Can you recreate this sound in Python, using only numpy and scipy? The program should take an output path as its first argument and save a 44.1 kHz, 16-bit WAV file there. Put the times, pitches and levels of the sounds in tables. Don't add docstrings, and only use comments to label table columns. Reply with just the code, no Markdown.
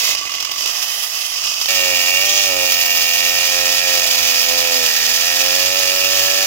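import sys
import numpy as np
from scipy import signal
from scipy.fft import rfft, irfft, next_fast_len
from scipy.io import wavfile
from scipy.ndimage import map_coordinates

SR = 44100
rng = np.random.default_rng(int(sys.argv[2]) if len(sys.argv) > 2 else 0)


def generate_wav(sig):
    pcm = np.round(np.clip(np.atleast_2d(sig).T, -1, 1) * 32767).astype(np.int16)
    wavfile.write(sys.argv[1], SR, pcm)


N = 284886
TIME_S = np.arange(N) / SR


def amp(db):
    return 10 ** (np.asarray(db) / 20)


def unit(x):
    return x / np.sqrt(np.mean(x ** 2) + 1e-20)


def along(points, hz):
    freqs_hz, values = np.transpose(points)
    return np.interp(np.log(hz + 1), np.log(freqs_hz + 1), values)


def curves(rows):
    times_s, *columns = np.transpose(rows)
    return [np.interp(TIME_S, times_s, column) for column in columns]


def wobble(rate_hz):
    knots = rng.standard_normal(int(N * rate_hz / SR) + 4)
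    return map_coordinates(knots, [TIME_S * rate_hz])


def ramp(centre_s, edge_s):
    return np.clip((TIME_S - centre_s) / edge_s + .5, 0, 1)


def held(start_s, end_s, edge_s):
    return ramp(start_s, edge_s) * (1 - ramp(end_s, edge_s))


def filtered(x, response):
    size = 2 * next_fast_len(N // 2 + SR // 4)
    return irfft(rfft(x, size) * response(np.fft.rfftfreq(size, 1 / SR)), size)[..., :N]


def grounded(x, echo, delay_s=.004022):
    return filtered(x, lambda hz: 1 + echo * np.exp(-2j * np.pi * hz * delay_s)) / np.hypot(1, echo)


def coloured(x, spectrum, size=8192):
    closed = [(spectrum[0][0] / 2, -80), *spectrum, (spectrum[-1][0] * 2, -80)]
    cepstrum = irfft(np.log(amp(along(closed, np.fft.rfftfreq(size, 1 / SR)))))
    body = irfft(np.exp(rfft(2 * cepstrum[:size // 2], size) - cepstrum[0]))[:size // 2]
    return unit(signal.oaconvolve(np.atleast_2d(x), body[None], axes=1)[:, :N])


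def ringing(x, modes):
    t = TIME_S[:SR // 20]
    ring = sum((-1) ** k * amp(db) * width * np.exp(-np.pi * width * t) * np.cos(2 * np.pi * hz * t)
               for k, (hz, width, db) in enumerate(modes))
    return unit(signal.oaconvolve(x, ring[None], axes=1)[:, :N])


def narrow(x, hz, half_width_hz):
    band = signal.lfilter(*signal.butter(2, half_width_hz, fs=SR), x)
    return unit(band * np.cos(2 * np.pi * np.cumsum(hz) / SR))


def noise(alike=1.0):
    a, b = rng.standard_normal((2, N))
    return np.array([a, alike * a + np.sqrt(1 - alike ** 2) * b])


def pulses(turns, angle_turns, jitter_turns, scatter_db):
    count = np.arange(1, int(turns[-1]))
    timing, strength = rng.standard_normal((len(count), 2)).T
    at = np.interp(count + angle_turns + jitter_turns * timing, turns, np.arange(N))
    size, whole, part = amp(scatter_db * strength), at.astype(int), at % 1
    split = np.bincount(whole, size * (1 - part), N + 1)[:N]
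    return split + np.bincount(whole + 1, size * part, N + 1)[:N]


def puffs(turns, decay_turns):
    return unit(np.exp(-(turns % 1) / decay_turns))


def harmonic(turns, order):
    return np.sqrt(2) * np.cos(2 * np.pi * order * turns)


# time_s, speed_rps
COAST_SPEED = [(0, 118), (.1, 102), (.3, 92), (.55, 90), (.66, 113), (.77, 122), (1.05, 115), (1.3, 105),
               (1.62, 95)]
# time_s, speed_rps
CUT_SPEED = [(1.69, 94.7), (1.99, 87.4), (2.06, 88.3), (2.23, 96.5), (2.35, 99.4), (2.43, 98.9),
             (2.53, 90.5), (2.81, 87.5), (3.08, 86.1), (3.4, 89.2), (3.71, 87.6), (3.81, 89.2),
             (3.92, 88.8), (4.08, 85.9), (4.29, 85.9), (4.39, 84.3), (4.55, 86.1), (4.76, 84.7),
             (4.9, 79.6), (5.05, 79.6), (5.26, 87.3), (5.48, 88.5), (5.52, 90.0), (5.79, 93.7),
             (5.87, 92.9), (6.46, 95.7)]

def crankshaft(waver=.003):
    speed_rps, = curves([*COAST_SPEED, *CUT_SPEED])
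    return speed_rps, np.cumsum(speed_rps * (1 + waver * wobble(25))) / SR


def shaking(turns, speed_rps, cutting, depth=1, taut_rps=116):
    slack = .11 * cutting + .0078 * (1 - cutting) * (taut_rps - speed_rps)
    jolts = puffs(turns / 2, decay_turns=.2) - 1
    return 1 + np.clip(depth * slack, 0, 1) * jolts


# freq_hz, gain_db
AIR_SPECTRUM = [(25, -26), (45, -2), (75, -1), (130, 14), (200, 4), (300, 7), (1000, -71)]

def air(level_db=-74):
    return amp(level_db) * coloured(rng.standard_normal((2, N)), AIR_SPECTRUM)


# freq_hz, gain_db
PUTTER_SPECTRUM = [(60, -8), (95, -7), (145, -5), (210, -14), (310, -3.5), (450, -3), (600, 10.5),
                   (750, 10), (950, 3), (1800, -3)]
# freq_hz, gain_db
CHUG_SPECTRUM = [(55, -9), (80, -1), (150, -1), (205, -14), (290, 5), (360, 2.5), (440, -6)]

def putter(pumping, cutting, blip, fade_db_per_s=1):
    level_db = -45 + 6 * cutting + 4 * blip - fade_db_per_s * TIME_S
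    chug = amp(-52 + 5 * cutting) * (1 - ramp(.69, edge_s=.14)) * coloured(pumping, CHUG_SPECTRUM)
    return amp(level_db) * coloured(pumping, PUTTER_SPECTRUM) + chug


# freq_hz, gain_db
COAST_BARK_SPECTRUM = [(560, -20), (730, 3.5), (860, 3.5), (1400, -7), (1700, 3), (1950, 8.5), (2250, -8)]

def coasting_bark(pumping, speed_rps, db_per_rps=.5):
    return amp(-39 + db_per_rps * (speed_rps - 117.5)) * coloured(pumping, COAST_BARK_SPECTRUM)


# freq_hz, gain_db
CASING_SPECTRUM = [(500, -0.5), (850, -10), (1060, 5), (1150, 9.5), (1260, -7), (1400, -4), (1750, -8),
                   (2050, 14), (2330, -10), (2560, 15), (2800, -13.5), (3100, 12), (3550, -49), (4300, -17)]
# freq_hz, width_hz, gain_db
DRUM_MODES = [(1144, 25, 2), (2850, 88, 3.5)]

def clatter(turns, shake, cutting, fade_db_per_s=4.5):
    ticks = .35 * unit(pulses(turns, 0, jitter_turns=.005, scatter_db=2.5))
    knocks = (noise(alike=.96) * amp(3.2 * wobble(300)) + ticks) * shake
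    casing = amp(-35.5 + 7 * cutting - fade_db_per_s * TIME_S) * coloured(knocks, CASING_SPECTRUM)
    drum = amp(-34.5) * held(.15, .56, edge_s=.089) * ringing(knocks, DRUM_MODES)
    return casing + drum


def chain_pull(turns, shake, throttle):
    bursts = 1.17 * np.tanh(wobble(65) / 2) + .18 * wobble(170)
    bite = amp((2.115 + .086 * throttle) * bursts)
    jerks = 1 + .044 * puffs(turns, decay_turns=.97)
    grain = amp(.5 * wobble(1400))
    return bite * shake * jerks * grain


# time_s, gain_db
BITE_GAIN = [(0, 1.5), (.12, -1), (1.7, 1), (2.18, -1), (2.42, 1), (2.55, -3), (2.66, -0.5), (2.77, 1),
             (2.88, -1.5), (3.3, 0.5), (3.8, 0.5), (4.25, 1), (4.52, 0.5), (4.9, 1), (5.6, 0.5),
             (6.46, 1.5)]
# freq_hz, gain_db
RASP_SPECTRUM = [(300, -23), (700, -13), (1100, -14), (1550, -11), (2080, -5), (2330, -2.5), (2600, -1),
                 (3300, 0.3), (4000, -1.5), (4550, -1), (4850, 4), (5250, 1), (5700, 1.5), (7100, -0.5),
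                 (7800, -10.5), (11000, -28.5)]
# freq_hz, gain_db
HISS_SPECTRUM = [(5000, -15), (7800, -5), (9700, -6.5), (11200, 0.5), (13000, -2), (15600, -1.5)]
# time_s, bar_ring_db, link_hiss_db
FREE_CHAIN_LEVELS = [(.17, -27, -40), (.3, -33.5, -40), (.49, -30, -41), (.58, -25, -35), (.77, -26, -33.5),
                     (.85, -23.5, -31), (.96, -27, -31.5), (1.1, -29, -31.5), (1.33, -26.5, -36),
                     (1.46, -24, -35), (1.65, -24.5, -33.5)]
# freq_hz, width_hz, gain_db
GUIDE_BAR_MODES = [(1192, 164, 3), (2540, 91, 12), (3000, 410, 8.5), (4890, 160, 13), (5410, 130, 12),
                   (5790, 255, 12.5), (6380, 1200, 5)]

def chain(pull, cutting, push_db):
    bite_db, = curves(BITE_GAIN)
    free_ring_db, free_hiss_db = curves(FREE_CHAIN_LEVELS)
    free = 1 - cutting
    waver_db = .5 * wobble(14)
    rasp_db = cutting * (-20 + bite_db - .023 * push_db) - 29.5 * free + waver_db
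    hiss_db = cutting * (-27.5 + .42 * bite_db) + free * free_hiss_db + waver_db
    ring_db = -27 * cutting + free * (free_ring_db + 2 * wobble(21.94))
    rasp = amp(rasp_db) * coloured(noise(alike=.6) * pull, RASP_SPECTRUM)
    hiss = amp(hiss_db) * coloured(noise(alike=.027) * pull, HISS_SPECTRUM)
    bar = amp(ring_db) * ringing(noise(alike=.21) * pull, GUIDE_BAR_MODES)
    return grounded(rasp + hiss, echo=.22) + bar


# start_s, relative_db, hold_s
SLAP_HITS = [(0.1483, -11.5, 0.0047), (0.2727, -27, .004), (0.319, -15, .003), (0.35, -14, 0.0032),
             (0.4006, -14.5, 0.0081), (0.425, -10, 0.0012), (0.4466, -14, 0.0057), (0.511, -16.5, 0.011),
             (0.588, -11, .001), (0.606, -12, 0.0035), (0.658, -7.5, 0.0019), (0.825, -15.5, 0.0089),
             (1.467, -14.5, .006), (1.493, -25, 0.0026), (1.613, -9, 0.0036), (1.6568, -6.5, 0.0029)]
# freq_hz, gain_db
SLAP_SPECTRUM = [(400, -11.5), (1150, -7.5), (1700, -14), (3150, 1), (4200, -7), (5400, 4.5), (6800, -9),
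                 (8500, -18), (15000, -10.5)]

def slaps(level_db=-7, attack_s=.00089, t60_s=.017):
    envelope = np.zeros(N)
    for start_s, relative_db, hold_s in SLAP_HITS:
        age_s = np.maximum(TIME_S - start_s, 0)
        decay_db = 60 * np.maximum(age_s - hold_s, 0) / t60_s
        envelope += amp(level_db + relative_db - decay_db) * (1 - np.exp(-age_s / attack_s))
    return envelope * coloured(noise(alike=.098), SLAP_SPECTRUM)


# freq_hz, gain_db
GULP_SPECTRUM = [(200, -20), (280, -5), (430, -4), (700, -13), (1050, 14), (1300, -20), (1900, -18)]

def gulp(pumping, blip):
    return amp(-38) * blip * coloured(pumping, GULP_SPECTRUM)


def coasting_engine(turns, speed_rps, cutting):
    blip = held(.63, .69, edge_s=.089)
    shake = shaking(turns, speed_rps, cutting, depth=2.3)
    pumping = unit(pulses(turns, 0, jitter_turns=.005, scatter_db=2)) + .55 * noise()
    return (putter(pumping * shake, cutting, blip) + coasting_bark(pumping, speed_rps)
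            + clatter(turns, shake, cutting) + gulp(pumping, blip))


# start_s, end_s, level_db, first_hz, last_hz
ZING_SWELLS = [(0.896, 1.077, -37, 11500, 10600), (1.187, 1.348, -38, 11000, 10900)]
# freq_hz, width_hz, gain_db
ZING_BAR_MODES = [(1970, 77, -1), (2090, 110, -5), (3120, 120, 5)]

def zings(shake):
    out = np.zeros((2, N))
    for start_s, end_s, level_db, first_hz, last_hz in ZING_SWELLS:
        pitch_hz = first_hz + (last_hz - first_hz) * ramp((start_s + end_s) / 2, end_s - start_s)
        rub = noise(alike=.5) * shake
        zing = narrow(rub, pitch_hz, half_width_hz=560) + amp(2.5) * ringing(rub, ZING_BAR_MODES)
        out += amp(level_db) * held(start_s, end_s, edge_s=.05) * zing
    return out


# order, base_db
THUMP_ORDERS = [(1, -50), (2, -58), (3, -48.5)]

def thump(turns, push_db):
    orders = sum(amp(base_db + .43 * push_db + 2 * wobble(13)) * harmonic(turns, order)
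                 for order, base_db in THUMP_ORDERS)
    return orders * amp(.8 * wobble(70))


# freq_hz, gain_db
AIRBOX_SPECTRUM = [(285, -29.5), (350, 5), (440, 5), (505, 12), (565, 15), (605, 13), (660, 7), (760, 14)]

def airbox(turns, flow, push_db):
    honk = amp(-36 + .93 * push_db) * coloured(flow, AIRBOX_SPECTRUM)
    tone = amp(-45 + 1.3 * push_db) * coloured(harmonic(turns, order=6), AIRBOX_SPECTRUM)
    return grounded(honk, echo=.12) + tone


# freq_hz, gain_db
EXHAUST_SPECTRUM = [(260, -16.5), (330, -19.5), (540, -12.5), (630, 13), (700, 16.5), (820, 11), (930, -1),
                    (1040, 0.5), (1150, -2.5), (1320, 11.5), (1480, -8.5), (1900, -21.5)]
# order, base_db
BUZZ_ORDERS = [(10, -65), (11, -50), (12, -45)]

def exhaust(turns, firing, gas, push_db, racing, bog):
    rough_flow = firing + (.23 + .2 * bog) * gas
    bark_db = -31.5 + .42 * push_db - 1.5 * racing - 3 * bog
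    bark = amp(bark_db) * coloured(rough_flow, EXHAUST_SPECTRUM)
    buzz = sum(amp(base_db + 4 * racing + .32 * push_db + 1.5 * wobble(9.2)) * harmonic(turns, order)
               for order, base_db in BUZZ_ORDERS)
    return grounded(bark, echo=.12) + buzz


# freq_hz, gain_db
CRACK_SPECTRUM = [(1500, -32), (1750, -18), (1900, -3), (2080, -21.5), (2380, 15.5), (3050, -3.5),
                  (3600, -8), (5000, -12), (8000, -24)]

def port_crack(edges, depth):
    return amp(-29 - 2 * depth) * coloured(edges, CRACK_SPECTRUM)


# freq_hz, width_hz, gain_db
SHELL_EARLY_MODES = [(1841, 77, 0.5), (2277, 61, 3), (2406, 29, 1), (2774, 57, 2)]
# freq_hz, width_hz, gain_db
SHELL_DEEP_MODES = [(1713, 53, -2.5), (2086, 260, -6.5), (2317, 60, 2.5), (2520, 205, 2.5), (2792, 88, 3.5)]
# time_s, low_gain_db, upper_gain_db
SHELL_GAINS = [(1.72, -34, -21), (2.19, -35.5, -16.5), (2.27, -38, -22.5), (3.49, -34, -21),
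               (3.56, -31, -20), (4.01, -32, -21.5), (4.07, -35, -22.5), (4.77, -34, -23),
               (4.98, -28.5, -26.5), (5.2, -33, -25.5), (5.31, -29.5, -23.5), (5.81, -33, -26),
               (5.91, -31, -22), (5.94, -34, -29.5), (6.06, -34, -20), (6.12, -30.5, -26),
               (6.41, -30, -26.5), (6.44, -32, -30)]
# freq_hz, gain_db
SHELL_LOW_BAND = [(1450, -37), (1680, -0.5), (1930, -3.5), (2060, -24.5)]
# freq_hz, gain_db
SHELL_UPPER_BAND = [(2030, -28), (2250, -7.5), (2900, 1), (3400, -17), (6000, -18)]

def muffler_shell(fronts, depth):
    early = np.sqrt(1 - depth) * ringing(fronts, SHELL_EARLY_MODES)
    steel = early + np.sqrt(depth) * ringing(fronts, SHELL_DEEP_MODES)
    low_db, upper_db = curves(SHELL_GAINS)
    low = amp(low_db + 2.2) * coloured(steel, SHELL_LOW_BAND)
    return low + amp(upper_db - 2.35) * coloured(steel, SHELL_UPPER_BAND)


# freq_hz, width_hz, gain_db
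COVER_MODES = [(1342, 61, 0)]

def cover(fronts, depth):
    return amp(-37) * np.sqrt(depth) * ringing(fronts, COVER_MODES)


# time_s, depth_fraction
CUT_DEPTH = [(1.7, 0.04), (3.4, 0.01), (3.65, 0.58), (5.0, 0.68), (5.6, 0.92), (6.46, 1)]

def loaded_engine(turns, speed_rps, push_db, jitter_turns=.0015):
    depth, = curves(CUT_DEPTH)
    racing = np.interp(speed_rps, [92, 98], [0, 1])
    bog = np.interp(speed_rps, [80, 86], [1, 0])
    half = (.11 + .12 * racing) * pulses(turns, .5, jitter_turns, scatter_db=2.5)
    firing = unit(pulses(turns, 0, jitter_turns, scatter_db=.7) + half)
    gas = noise() * puffs(turns, decay_turns=.3)
    back = .18 * pulses(turns, .37, 2 * jitter_turns, scatter_db=4)
    edges = unit(pulses(turns, 0, jitter_turns, scatter_db=1) + back)
    fronts = edges + (.08 + .42 * depth) * gas
    return (thump(turns, push_db) + airbox(turns, firing + .1 * gas, push_db)
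            + exhaust(turns, firing, gas, push_db, racing, bog)
            + port_crack(edges, depth) + muffler_shell(fronts, depth) + cover(fronts, depth))


# start_s, end_s, push_db
PUSH_SPANS = [(1.783, 1.96, 6), (2.15, 2.438, 2), (2.47, 2.678, 7), (2.753, 3.2, -3), (3.526, 3.716, 4.5),
              (3.85, 4.01, 5.5), (4.48, 4.867, 6.5), (4.917, 5.3, -1.5), (5.407, 6.45, 5)]

def pushes(edge_s=.059):
    return sum(push_db * held(start_s, end_s, edge_s) for start_s, end_s, push_db in PUSH_SPANS)


# freq_hz, width_hz, gain_db
SCRAPE_BAR_MODES = [(3280, 270, -0.5), (5740, 120, 5), (6200, 350, -1), (6750, 300, -1)]

def scrape(pull, start_s=2.26, end_s=2.47):
    shrill = ringing(noise(alike=.45) * pull, SCRAPE_BAR_MODES)
    return amp(-21) * held(start_s, end_s, edge_s=.058) * shrill


# start_s, end_s, level_db, lowest_hz
SQUEAL_SPELLS = [(2.664, 3.365, -28, 14650), (4.08, 5.557, -31.5, 14700), (5.916, 7.002, -29.5, 14700)]

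def squeal(pull, light_db=-35, light_hz=15250):
    gain, pitch_hz = amp(light_db), light_hz
    for start_s, end_s, level_db, lowest_hz in SQUEAL_SPELLS:
        gain += (amp(level_db) - amp(light_db)) * held(start_s, end_s, edge_s=.1)
        progress = ramp((start_s + end_s) / 2, end_s - start_s)
        pitch_hz += (lowest_hz - light_hz) * np.sqrt(np.abs(np.sin(np.pi * progress)))
    band = narrow(noise(alike=.35) * pull, pitch_hz, half_width_hz=450)
    return grounded(gain * amp(2 * wobble(12)) * band, echo=.8)


def groan(start_s=4.022, end_s=4.078, level_db=-33, first_hz=620, last_hz=668):
    pitch_hz = first_hz + (last_hz - first_hz) * ramp((start_s + end_s) / 2, end_s - start_s)
    note = np.sqrt(2) * np.sin(2 * np.pi * np.cumsum(pitch_hz) / SR)
    return amp(level_db) * held(start_s, end_s, edge_s=.034) * note


# freq_hz, correlation
STEREO_LIKENESS = [(60, .96), (500, .98), (1000, .85), (2200, .82), (4000, .62), (8000, .42), (13000, .5)]
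# freq_hz, left_minus_right_db
STEREO_TILT = [(60, -17), (120, -13), (240, -13.5), (480, -14.5), (950, -15), (1890, -10), (3770, -10.5),
               (7520, -8.5), (15000, -5)]
# freq_hz, left_lead_rad
STEREO_LEAD = [(0, 1.2), (260, 1.5), (1600, 1.4), (2580, 1.7), (4310, 2.5), (5500, 4.0), (11700, 8.1),
               (16000, 10.9)]
# time_s, extra_left_minus_right_db
STEREO_DRIFT = [(0, 2.5), (.5, 1.5), (1.3, 0.5), (1.8, 4), (5, 3.5), (6.46, 4.5)]

def stereo(pair):
    def response(hz):
        left = amp(along(STEREO_TILT, hz))
        lead_rad = np.interp(hz, *np.transpose(STEREO_LEAD))
        cross = 2 * left * along(STEREO_LIKENESS, hz) * np.cos(lead_rad)
        centre = np.sqrt(left ** 2 + 1 + cross) / 2
        return np.array([left * np.exp(1j * lead_rad), np.ones_like(hz)]) / centre
    drift_db, = curves(STEREO_DRIFT)
    return filtered(pair, response) * amp(np.array([drift_db, -drift_db]) / 2)


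def scene(leave_s=.14, open_s=1.683):
    speed_rps, turns = crankshaft()
    throttle = ramp(open_s, edge_s=.0098)
    cutting = throttle + 1 - ramp(leave_s, edge_s=.041)
    push_db = pushes()
    shake = shaking(turns, speed_rps, cutting)
    pull = chain_pull(turns, shake, throttle)
    coasting = (1 - throttle) * coasting_engine(turns, speed_rps, cutting)
    links = chain(pull, cutting, push_db) + slaps() + zings(shake)
    loaded = throttle * (loaded_engine(turns, speed_rps, push_db) + squeal(pull))
    return air() + stereo(coasting + links + loaded + scrape(pull) + groan())


def record(dry, top_hz=15850):
    return filtered(np.clip(dry, -1, 1), lambda hz: hz < top_hz)


dry = scene()
out = record(dry)
generate_wav(out)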